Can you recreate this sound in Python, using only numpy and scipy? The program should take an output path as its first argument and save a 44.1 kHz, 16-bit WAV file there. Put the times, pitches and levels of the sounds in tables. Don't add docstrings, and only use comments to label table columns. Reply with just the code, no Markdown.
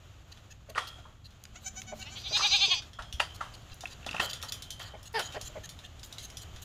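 import sys
import numpy as np
from scipy import signal
from scipy.fft import rfft, irfft
from scipy.io import wavfile
from scipy.ndimage import uniform_filter1d

SR = 44100
rng = np.random.default_rng(int(sys.argv[2]) if len(sys.argv) > 2 else 0)


def pcm_store(signal):
    levels = np.round(np.clip(np.atleast_2d(signal), -1, 1) * 32767)
    wavfile.write(sys.argv[1], SR, levels.astype(np.int16).T)


def decibels_to_gain(level_db):
    exponent = np.asarray(level_db, float) / 20
    return 10 ** exponent


N = 292824
T = np.arange(N) / SR

# pitch_hz, density_db
YARD_COLOUR = [(12, -41), (20, -6), (91, 0.5), (189, -11.5), (479, -15), (709, -12), (939, -17.5),
               (1240, -14.5), (2180, -21), (3140, -16), (5360, -28), (6910, -20.5), (8650, -39.5),
               (10500, -38), (12200, -32.5), (13500, -46), (15200, -36), (16500, -108)]
# time_s, rustle_db
STRAW_STIR = [(0.0, -60.5), (0.74, -63.5), (0.87, -60), (1.2, -64.5), (1.9, -57.5), (2.33, -53),
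              (2.79, -56), (2.981, -63), (3.25, -55.5), (3.79, -58.5), (4.25, -53.5), (4.57, -56),
              (5.16, -61), (5.31, -55.5), (5.81, -57.5), (6.64, -56)]

# start_s, peak_db,
# tilt_db_per_octave (taut wire adds fade_60db_s)
MESH_TICKS = [(0.373, -42, -10.5), (1.306, -49.5, -1), (2.2173, -40, -8), (2.821, -35.5, -9),
              (2.9322, -39.5, -4), (3.022, -35.5, -7), (3.126, -29, -2.5), (3.302, -46, -4),
              (3.619, -50.5, 1), (3.698, -42, -10), (3.8718, -38.5, -3), (4.0635, -26, -5),
              (4.1105, -32.5, -3), (4.158, -58, 2), (4.416, -37, -1), (4.332, -24, -1.5), (4.426, -25, 0),
              (4.5216, -23, 1.5), (4.622, -29, -0.5), (4.7047, -26.5, 1.5), (4.795, -36, -0.5),
              (5.029, -40.5, 5), (5.129, -46, 8), (5.323, -33.5, -5), (5.1937, -24.5, 3),
              (5.4126, -29, 1.5), (5.6912, -31.5, 0.5), (5.789, -38, -2.5), (5.994, -41.5, -1.5),
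              (6.059, -43, 8), (6.125, -32.5, 0), (6.3003, -37.5, -1.5), (6.37, -29.5, 1),
              (6.561, -37, -5.5)]
TAUT_TICKS = [
    (1.438, -33, 4, 0.0053),
    (1.4528, -33, -8, 0.0072),
    (1.818, -26, -8.5, 0.005),
    (3.742, -39.5, 10, 0.023),
    (3.807, -33, -2.5, 0.12),
    (6.031, -34, -4.5, 0.062),
    (6.1826, -30.5, -2, 0.15),
]
# pitch_hz, gain_db
TICK_COLOUR = [(710, -82), (1200, -14.5), (2030, -6), (2420, -5.5), (3180, 1), (4100, 3.5), (4280, 1),
               (6860, 1.5), (8180, -10.5), (9230, -4.5), (14800, -15.5), (16000, -29), (16500, -55)]

# start_s, length_s, level_db, tilt_db_per_octave
WET_SUCKS = [(0.316, 0.011, -48, -1.5), (0.503, 0.023, -51, -2.5), (0.693, 0.012, -52.5, 5),
             (0.867, 0.026, -48, 1.5), (1.242, 0.028, -51.5, -1.5), (1.608, 0.082, -56.5, 4.5),
             (1.75, 0.12, -61, 6), (1.942, 0.07, -57, 5), (2.161, 0.06, -51, -1.5),
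             (2.011, 0.02, -43, -4.5), (3.343, 0.022, -52, 2.5), (3.534, 0.019, -50, -2),
             (3.713, 0.022, -46.5, -6.5), (3.897, 0.039, -50.5, -3.5), (4.205, 0.056, -40.5, 6.5),
             (4.798, 0.044, -50, 0.5), (4.292, 0.021, -39, 0.5), (4.483, 0.015, -40, 0.5),
             (4.842, 0.047, -53.5, 1)]
DRY_SUCKS = [(2.351, .008, -62, 12), (2.38, 0.017, -60, 8), (2.53, .02, -58, 10), (5.052, 0.029, -48.5, 0),
             (5.221, 0.054, -44, -3), (5.326, 0.025, -50, -4), (5.441, 0.041, -45.5, 0.5),
             (5.633, 0.027, -45, -1), (5.835, 0.027, -47.5, -5), (6.031, 0.022, -49, 4.5),
             (6.223, 0.034, -46, 1.5), (6.412, 0.022, -48, 0), (6.541, 0.014, -46, -7),
             (6.618, 0.016, -46, 5)]
# pitch_hz, gain_db
SUCK_COLOUR = [(1060, -35.5), (1800, 4.5), (2270, -17.5), (2760, 9.5), (3640, 0.5), (3990, 10.5),
               (5320, -7.5), (6590, 7.5), (8080, -6.5), (13800, -7.5), (15200, -16), (15900, -30),
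               (16500, -70)]
# start_s, length_s, level_db, hollow_hz
GRUNTS = [
    (0.685, 0.037, -48, 547),
    (1.916, 0.029, -41, 630),
    (2.303, 0.03, -43, 594),
    (2.671, 0.025, -47, 393),
    (4.933, 0.031, -44.5, 640),
    (5.362, 0.021, -38, 565),
    (5.489, .022, -53, 646),
    (5.551, 0.04, -40.5, 560),
]
# pitch_hz, gain_db
GRUNT_COLOUR = [(150, -4), (250, -14.5), (625, -8.5), (949, -9.5), (1180, -3), (1330, -25), (1460, 0),
                (1620, -11), (2350, 0.5), (4000, -66), (5200, -58), (8800, -120)]

# start_s, peak_db, hollow_hz, fade_60db_s
KNOCKS = [(0.7547, -22.5, 1410, 0.37), (0.7771, -13.5, 1240, 0.13), (0.7784, -12.5, 2130, 0.055),
          (0.984, -37, 690, 0.085), (1.053, -39.5, 1100, 0.32), (2.367, -22, 2450, 0.17),
          (2.393, -19, 1130, 0.076), (2.404, -20, 1190, 0.25), (2.989, -23.5, 1120, 0.17),
          (3.199, -8.5, 2830, 0.092), (3.4082, -20.5, 1250, 0.18), (3.834, -24, 720, 0.03),
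          (3.856, -51, 2620, 0.13), (4.063, -25.5, 740, 0.17), (4.1427, -21, 820, 0.18),
          (4.1979, -9, 2730, 0.12), (4.219, -26, 590, 0.53), (4.432, -30, 1210, 0.28),
          (4.798, -33, 3200, 0.74), (5.193, -22, 610, 0.21)]
# pitch_hz, gain_db
KNOCK_COLOUR = [(150, -61), (250, -18.5), (460, -8), (566, -5), (938, -1.5), (1420, 3), (1550, -4),
                (1880, -0.5), (2200, -12), (3120, -5), (4190, -9.5), (9660, -21), (16000, -43)]
# pitch_ratio, level_db, fade_60db_s
POST_MODES = [(1, -2, 0.63), (1.022, -13, 1), (0.978, -15, 0.92), (1.056, -5.5, 0.48), (1.289, -20, 0.48),
              (1.601, -13.5, 0.38)]
# start_s, level_db
THIN_POST_RINGS = [
    (.785, -40.5),
    (2.931, -53.5),
    (3.029, -54),
    (3.126, -47.5),
]
THICK_POST_RINGS = [(3.205, -42.5), (3.411, -54.5), (4.202, -32.5), (4.332, -48), (4.43, -48),
                    (4.522, -47.5), (4.621, -52), (4.705, -46.5), (4.799, -46.5), (5.189, -38),
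                    (5.411, -53.5), (5.693, -62), (6.199, -53), (6.37, -48)]
# start_s, peak_db
LATCH_RATTLE = [(0.7495, -33), (3.2015, -16), (3.2036, -19), (3.211, -30), (3.8557, -24), (4.008, -56),
                (4.029, -39), (4.046, -35), (4.085, -34), (4.091, -25), (4.112, -28), (4.1303, -28),
                (4.146, -27), (4.165, -22.5), (4.1817, -25)]
# start_s, peak_db, pitch_hz
THUMPS = [
    (2.999, -38, 55),
    (3.14, -31, 64.5),
    (4.065, -39, 240),
    (4.088, -41.5, 200),
    (4.11, -38, 260),
    (4.143, -35, 180),
    (4.196, -34, 200),
    (5.442, -39.5, 56),
]

# time_s, pitch_hz, level_db
FAR_MOAN = [
    (1.461, 212, -68.5),
    (2.0, 221, -61),
    (2.15, 214, -71),
]
# start_s, length_s, start_hz, top_hz, level_db
LOUD_OPEN = [
    (2.058, 0.035, 278.5, 301.5, -46),
    (2.158, 0.029, 340.8, 380.3, -41.5),
    (2.243, 0.037, 369, 408.4, -35.5),
    (2.33, 0.043, 399, 426.5, -24),
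    (2.422, 0.047, 386.7, 424.5, -23.5),
    (2.514, .05, 374.6, 417, -22),
    (2.61, 0.046, 384, 407.6, -22),
    (2.706, 0.035, 365, 365.3, -24.5),
]
THIN_OPEN = [
    (1.552, 0.028, 651, 739, -50.5),
    (1.645, 0.04, 792, 750, -35.5),
    (1.758, 0.041, 756, 743, -40),
    (1.868, 0.052, 750, 743, -46.5),
    (1.985, 0.052, 764, 758, -47),
    (2.103, 0.048, 753, 778, -47),
]
HEN_OPEN = [
    (5.144, .036, 450.6, 443, -30),
]
CLUCK_OPEN = [
    (5.346, .026, 260, 396, -39.5),
]
# open_hz, pinched_hz, half_width_hz, open_db, pinched_db
LOUD_THROAT = [(884, 836, 97, -1.5, -6.5), (1650, 1200, 125, -14, -50), (2305, 2410, 130, 0.5, 3),
               (2850, 3020, 390, -6, -4), (3245, 3340, 280, -1, 7), (3950, 4300, 112, -2.5, 4.5),
               (4560, 4620, 180, -6, 9.5), (6000, 5710, 350, -12.5, 4), (7540, 7170, 320, -34, -15),
               (9570, 8500, 680, -43, -30.5), (12400, 11000, 900, -44, -41)]
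THIN_THROAT = [(750, 370, 660, 0, -10), (1570, 1700, 430, -2, -15), (2280, 2900, 540, 1.5, -5),
               (3200, 3000, 440, -2.5, -2), (3850, 4000, 660, -3.5, -11), (6260, 7200, 510, 1, 5),
               (7060, 7800, 410, 6.5, 6), (10200, 12000, 2400, -31, -29)]
HEN_THROAT = [(447, 680, 320, -2.5, -0.5), (900, 690, 284, 1, 1.5), (1800, 1560, 160, 1, -8),
              (2330, 2400, 620, -9, -25), (3200, 2800, 310, -11, -16), (4860, 4800, 380, -5.5, -20),
              (10900, 8400, 1600, -40, -36.5)]
# time_s, resonance_stretch, treble_db, pinched_hz, early_push_db, tongue_swing_share, middle_db
LOUD_JAW = [(2.05, 0.9, -1, 275.4, 4, -0.14, 8), (2.212, 1.04, 1, 319.2, -2, 0.054, 7),
            (2.299, 1.023, 5.5, 429.6, -8.5, 0.13, 14.5), (2.388, 1.096, 4, 383.2, -0.5, 0.23, 6),
            (2.45, 1.017, 1, 338.3, -2.5, 0.26, 4), (2.5, 1.039, 3.5, 314.5, 1.5, 0.23, 6.5),
            (2.59, 1.07, -4, 317.5, -3.5, .08, -1), (2.671, 1.07, -3, 319.3, 4.5, 0.0016, 6.5),
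            (2.77, 1.046, -5, 272.5, 2.5, -0.081, 3.5)]
THIN_JAW = [(1.551, 0.96, -5.5, 656, 8.5, .15, 0), (1.662, 0.94, 6.5, 800, -12, 0.14, 0),
            (1.779, 0.92, 4, 759, -3, .15, 0), (1.901, 0.92, -3.5, 752, 1.5, 0.18, 0),
            (2.13, 0.97, -1, 760, -4, 0.17, 0)]
HEN_JAW = [(5.14, 0.987, 0, 442, -2, 0.16, 0), (5.197, 0.965, 0, 362.8, 0, .15, 0)]
CLUCK_JAW = [(5.34, 0.96, -3, 250, -2, .15, 0.0048), (5.39, 0.98, -5, 333.4, -2, .15, 0)]
# end_over_top_pitch, dip_db, lead_in_s, last_pinch_s, air_burst_share, top_share_of_opening
LOUD_PINCH = (.92, -11, .028, .052, 1, .68)
THIN_PINCH = (1.045, -36, .012, .03, .2, .5)
HEN_PINCH = (.92, -7, .005, .026, .2, .68)
CLUCK_PINCH = (.9, -14, .005, .01, .2, .75)
# time_s, lift_db
LOUD_UPPER = [(2.05, -4), (2.27, 10), (2.35, -3), (2.45, -2), (2.55, 3.5), (2.64, 7), (2.72, 5)]


def colour(hz, points):
    f, db = np.transpose(points)
    return decibels_to_gain(np.interp(np.log(np.maximum(hz, 1)), np.log(f), db))


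def unit(x):
    return x / np.sqrt(np.mean(x ** 2) + 1e-18)


def noise(size):
    return rng.standard_normal(size)


def shaped(x, points, hz=1000, width=1., lift_db=0, tilt_db=0, ripple_db=0):
    f = np.arange(len(x) // 2 + 1) * SR / len(x) + 1
    hump = 1 + (decibels_to_gain(lift_db) - 1) / (1 + ((f - hz) / (width * hz)) ** 2)
    ripple = unit(uniform_filter1d(noise(len(f)), size=len(f) // 80))
    gain = colour(f, points) * hump * decibels_to_gain(ripple_db * ripple) * decibels_to_gain(tilt_db * np.log2(f / 5000))
    cepstrum = irfft(np.log(gain), len(x))
    cepstrum[1:len(x) // 2] *= 2
    cepstrum[len(x) // 2 + 1:] = 0
    return unit(irfft(rfft(x) * np.exp(rfft(cepstrum)), len(x)))


def walk(rate_hz, size=N):
    k = int(SR / rate_hz)
    steps = np.repeat(noise(size // k + 1), k)
    return unit(uniform_filter1d(uniform_filter1d(steps, k), k)[:size])


def add(out, start_s, x):
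    i = int(start_s * SR)
    out[i:i + len(x)] += x[:N - i]


def ring(t, hz, t60):
    return np.sin(2 * np.pi * hz * t) * decibels_to_gain(-60 * t / t60)


def band(order, hz, kind, x):
    return signal.sosfilt(signal.butter(order, hz, kind, fs=SR, output="sos"), x)


def yard():
    s, rustle_db = np.transpose(STRAW_STIR)
    wind_db = -54 + 0.5 * s + 0.19 * (rustle_db - rustle_db.mean())
    air = shaped(noise(N), YARD_COLOUR)
    low = signal.sosfiltfilt(signal.butter(2, 200, fs=SR, output="sos"), air)
    hum_hz = 110 + 2.96 * walk(5.4)
    hum = decibels_to_gain(-9.0 + 0.65 * walk(2.08)) * np.sin(2 * np.pi * np.cumsum(hum_hz) / SR)
    wind = (unit(low) * decibels_to_gain(walk(10.0)) + hum) * decibels_to_gain(np.interp(T, s, wind_db))
    rustle = unit(air - low) * decibels_to_gain(np.interp(T, s, rustle_db) + 1.3 * walk(30))
    return wind + rustle


def far_moan():
    s, hz, db = np.transpose(FAR_MOAN)
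    swell = np.interp(T, [s[0] - .05, s[0], s[-1], s[-1] + 0.068], [0, 1, 1, 0])
    level = decibels_to_gain(np.interp(T, s, db) - 2.5 + 4.5 * walk(22))
    pitch_hz = np.interp(T, s, hz) + 4 * walk(25)
    return swell * level * np.sqrt(2) * np.sin(2 * np.pi * np.cumsum(pitch_hz) / SR)


def wire_ticks():
    mesh_hz, mesh_t60_s, taut_hz, wire_hz = 3530, 0.081, 6850, 9000
    out, t = np.zeros(N), T[:SR // 4]
    events = [(*tick, mesh_hz, mesh_t60_s) for tick in MESH_TICKS]
    events += [(s, db, tilt_db, taut_hz, t60) for s, db, tilt_db, t60 in TAUT_TICKS]
    for s, db, tilt_db, hz, t60 in events:
        hz = hz * (1 + 0.03 * rng.standard_normal())
        hiss = shaped(noise(len(t)), TICK_COLOUR, hz, 0.071, 4.5, tilt_db, 3.5)
        click, shiver = decibels_to_gain(-60 * t / 0.014), decibels_to_gain(-5.5 - 60 * t / (2 * t60))
        add(out, s, 0.38 * decibels_to_gain(db) * hiss * np.minimum(t / 0.00092, 1) * (click + shiver))
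        add(out, s, decibels_to_gain(db - 33) * ring(t, wire_hz, 2.3 * t60) * walk(1500, size=len(t)))
    return out


def sucks():
    wet_hz, wet_lift_db, dry_hz, dry_lift_db = 4800, 12, 7220, 5.0
    out, t = np.zeros(N), T[:4096]
    events = [(*suck, wet_hz, wet_lift_db) for suck in WET_SUCKS]
    events += [(*suck, dry_hz, dry_lift_db) for suck in DRY_SUCKS]
    for s, length, db, tilt_db, hz, lift_db in events:
        hz = hz * (1 + 0.054 * rng.standard_normal())
        bubbles_db = 3.3 * noise(len(t) // 32).repeat(32)
        fizz = noise(len(t)) * decibels_to_gain(bubbles_db)
        swell = np.interp(t, [0, 0.37 * length, length, length + 0.0054], [0.2, 0.93, 1.0, 0.017])
        add(out, s, decibels_to_gain(db) * swell * shaped(fizz, SUCK_COLOUR, hz, .07, lift_db, tilt_db, ripple_db=4.0))
    return out


def grunts():
    out, t = np.zeros(N), T[:4096]
    for s, length, db, hz in GRUNTS:
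        rate_hz = 202.9 - 1.5 * (db + 38.5)
        uneven = unit(uniform_filter1d(noise(len(t)), size=200))
        phase = np.cumsum(rate_hz * (1 + 0.044 * uneven)) / SR
        pulses = np.diff(np.floor(phase), prepend=0) + 0.056 * noise(len(t))
        swell = np.sin(np.pi * np.clip(t / length, 0, 1)) ** 0.74
        add(out, s, decibels_to_gain(db) * swell * shaped(pulses, GRUNT_COLOUR, hz, 0.28, 26.0))
    return out


def board_thumps():
    out, t = np.zeros(N), T[:SR // 2]
    for s, db, hz in THUMPS:
        add(out, s, decibels_to_gain(db) * ring(t, hz, 8 / hz))
    return out


def latch_rattle():
    latch_hz, body_hz = 2690, 1450
    out, t = np.zeros(N), T[:SR // 2]
    for s, db in LATCH_RATTLE:
        hz = latch_hz * (1 + 0.011 * rng.standard_normal())
        rings = 0.95 * ring(t, hz, 0.015) + 0.17 * ring(t, body_hz, 0.015)
        scrape = shaped(noise(len(t)), KNOCK_COLOUR, hz, 0.11, 22.0) * decibels_to_gain(-60 * t / 0.03)
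        add(out, s, decibels_to_gain(db) * (rings * np.minimum(t / 0.00086, 1) + 0.28 * scrape))
    return out


def post_rings():
    thin_hz, thick_hz = 3240, 3090
    out, t = np.zeros(N), T[:SR // 2]
    events = [(*r, thin_hz) for r in THIN_POST_RINGS] + [(*r, thick_hz) for r in THICK_POST_RINGS]
    for s, db, hz in events:
        post = np.zeros(len(t))
        for shift, (ratio, mode_db, t60) in zip(rng.random(len(POST_MODES)), POST_MODES):
            post += decibels_to_gain(mode_db) * ring(t + shift / hz, ratio * hz, t60)
        flutter = 1 + .45 * walk(220, size=len(t))
        add(out, s, post * (1 - np.exp(-t / .01)) * decibels_to_gain(db) * flutter)
    return out


def hoof_knocks():
    rise_s, contact_s = 0.0053, .00004
    out, t = np.zeros(N), T[:SR // 2]
    swell = np.minimum(t / rise_s, 1) ** 0.81
    contact = np.exp(-((t - rise_s) / contact_s) ** 2)
    for s, db, hz, t60 in KNOCKS:
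        tilt_db = 0.12 * (db + 14.5)
        scrape = shaped(noise(len(t)), KNOCK_COLOUR, hz, 0.41, 17.4, tilt_db)
        scrape = scrape * decibels_to_gain(-60 * t / (0.42 * t60))
        tail = shaped(noise(len(t)), KNOCK_COLOUR, tilt_db=tilt_db, ripple_db=3)
        tail = tail * decibels_to_gain(-10.5 - 60 * t / (2.0 * t60))
        blow = shaped(contact, KNOCK_COLOUR, hz, 0.072, 24.6, tilt_db - 4.0)
        blow = decibels_to_gain(0.34 * (db - 3.5)) * blow / abs(blow).max()
        add(out, s - 0.37 * rise_s, decibels_to_gain(db) * (0.31 * (scrape + tail) * swell + blow))
    return out


def throat_motion(opens, pinch, jaw, edge_db, fade_s):
    sag, dip_db, lead_s, last_s, _, top = pinch
    jaw_s, _, _, pinched_hz, push, _, _ = np.transpose(jaw)
    starts, lengths, _, _, levels = np.transpose(opens)
    ends = starts + lengths
    between_s = (ends[:-1] + starts[1:]) / 2
    between_db = 1.22 * (levels[:-1] + levels[1:]) / 2 + 5.5 + dip_db
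    shuts = [(starts[0] - lead_s, levels[0] - 24),
             (ends[-1] + last_s / 2, levels[-1] + dip_db),
             (ends[-1] + last_s, levels[-1] + 1.1 * dip_db),
             (ends[-1] + last_s + fade_s, -70)]
    shuts += zip(between_s, between_db)
    shuts += zip(starts[1:] - .007, between_db + 2)
    knots = [(s, np.interp(s, jaw_s, pinched_hz), db, 0, .5) for s, db in shuts]
    for a, length, start_hz, top_hz, db in opens:
        b = a + length
        end_hz = top_hz * (1 + (sag - 1) * np.clip((db + 50) / 12, .2, 1))
        push_db = np.interp(a + .4 * length, jaw_s, push)
        early_hz = start_hz + 0.154 * (top_hz - start_hz)
        knots += [(a, start_hz, db + edge_db + .5 * min(push_db, 0), .6, 1),
                  (a + .3 * length, early_hz, db + push_db, .75, .9),
                  (a + top * (b - a), top_hz, db, 1, .3),
                  (b, end_hz, db + 0.36 * edge_db, .85, .6),
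                  (b + .008, end_hz, db + 1.5 * edge_db, .3, .8)]
    return np.transpose(sorted(knots))


def voice(opens, pinch, throat, jaw, jitter, breath_db, edge_db, fade_s, upper=((0, 0),)):
    middle = 4
    s, *columns = throat_motion(opens, pinch, jaw, edge_db, fade_s)
    span = slice(int(s[0] * SR), int(s[-1] * SR))
    t = T[span]
    hz, db, opening, tongue = (uniform_filter1d(np.interp(t, s, c), size=200) for c in columns)
    jaw_s, *jaw_columns = np.transpose(jaw)
    stretch, treble_db, _, _, swing, middle_db = (np.interp(t, jaw_s, c) for c in jaw_columns)
    upper_db = np.interp(t, *np.transpose(upper))
    hz = hz * (1 + jitter * (2 - opening) * walk(200)[span])
    k = np.arange(1, int(16000 / np.median(hz)))[:, None]
    overtone_hz = k * hz
    snap = pinch[4] * np.clip(-np.gradient(opening) * SR / 40, 0, 1)

    gain = 0
    for j, (open_hz, pinched_hz, width_hz, open_db, pinched_db) in enumerate(throat):
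        centre = stretch * (pinched_hz + opening * (open_hz - pinched_hz))
        size_db = pinched_db + opening * (open_db - pinched_db)
        size_db = size_db + treble_db * (open_hz > 4300) + 10.0 * snap * (open_hz > 7000)
        if j == middle:
            centre = centre * (1 + swing * tongue)
            size_db = size_db + opening * middle_db
        if j == middle + 1:
            size_db = size_db + opening * upper_db
        resonance = decibels_to_gain(size_db) / (1 + 1j * (overtone_hz - centre) / width_hz) ** 2
        gain = gain + (-1) ** j * resonance
    gain = gain * (overtone_hz < 16200)
    gain = gain / np.sqrt(np.sum(abs(gain) ** 2, axis=0))

    air = 8 * band(2, 280, "lowpass", noise((2, len(k), len(hz))))
    breath = decibels_to_gain(breath_db + 8 * snap + 7 * (1 - opening)) * np.minimum(overtone_hz / 2500, 1)
    breath = breath * np.clip(overtone_hz / 6000, 1, 2) ** 2
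    smear = 1 + breath * (air[0] + 1j * air[1])
    phase = 2 * np.pi * k * np.cumsum(hz) / SR + .7 * noise(k.shape)
    tone = np.sum(gain * smear * np.exp(1j * phase), axis=0).real
    hiss = band(4, [7000, 15800], "bandpass", noise(len(hz)))
    out = np.zeros(N)
    out[span] = decibels_to_gain(db) * np.sqrt(2) * tone + decibels_to_gain(db - 33.0 + 1.9 * treble_db) * snap * hiss
    return out


def hen():
    steady = voice(HEN_OPEN, HEN_PINCH, HEN_THROAT, HEN_JAW,
                   jitter=.008, breath_db=-6, edge_db=-4, fade_s=.04)
    rising = voice(CLUCK_OPEN, CLUCK_PINCH, HEN_THROAT, CLUCK_JAW,
                   jitter=.006, breath_db=-9, edge_db=-4, fade_s=.01)
    return steady + rising


def thin_kid():
    return voice(THIN_OPEN, THIN_PINCH, THIN_THROAT, THIN_JAW,
                 jitter=.004, breath_db=-16, edge_db=-11, fade_s=.03)


def loud_kid():
    return voice(LOUD_OPEN, LOUD_PINCH, LOUD_THROAT, LOUD_JAW,
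                 jitter=.002, breath_db=-27, edge_db=-5, fade_s=.04, upper=LOUD_UPPER)


def scene():
    near = far_moan() + wire_ticks() + sucks() + grunts()
    near += board_thumps() + latch_rattle() + post_rings() + hoof_knocks()
    near += hen() + thin_kid() + loud_kid()
    t = T[:SR // 4]
    echo = noise(len(t)) * decibels_to_gain(-60 * t / 0.25) * np.minimum(t / 0.0004, 1)
    return (near + decibels_to_gain(-42.5) * signal.fftconvolve(near, echo)[:N] + yard())[None]


def low_pass(x):
    return signal.sosfilt(signal.butter(12, 16670, fs=SR, output="sos"), x)


def record(dry):
    return low_pass(dry)


dry = scene()
out = record(dry)
pcm_store(out)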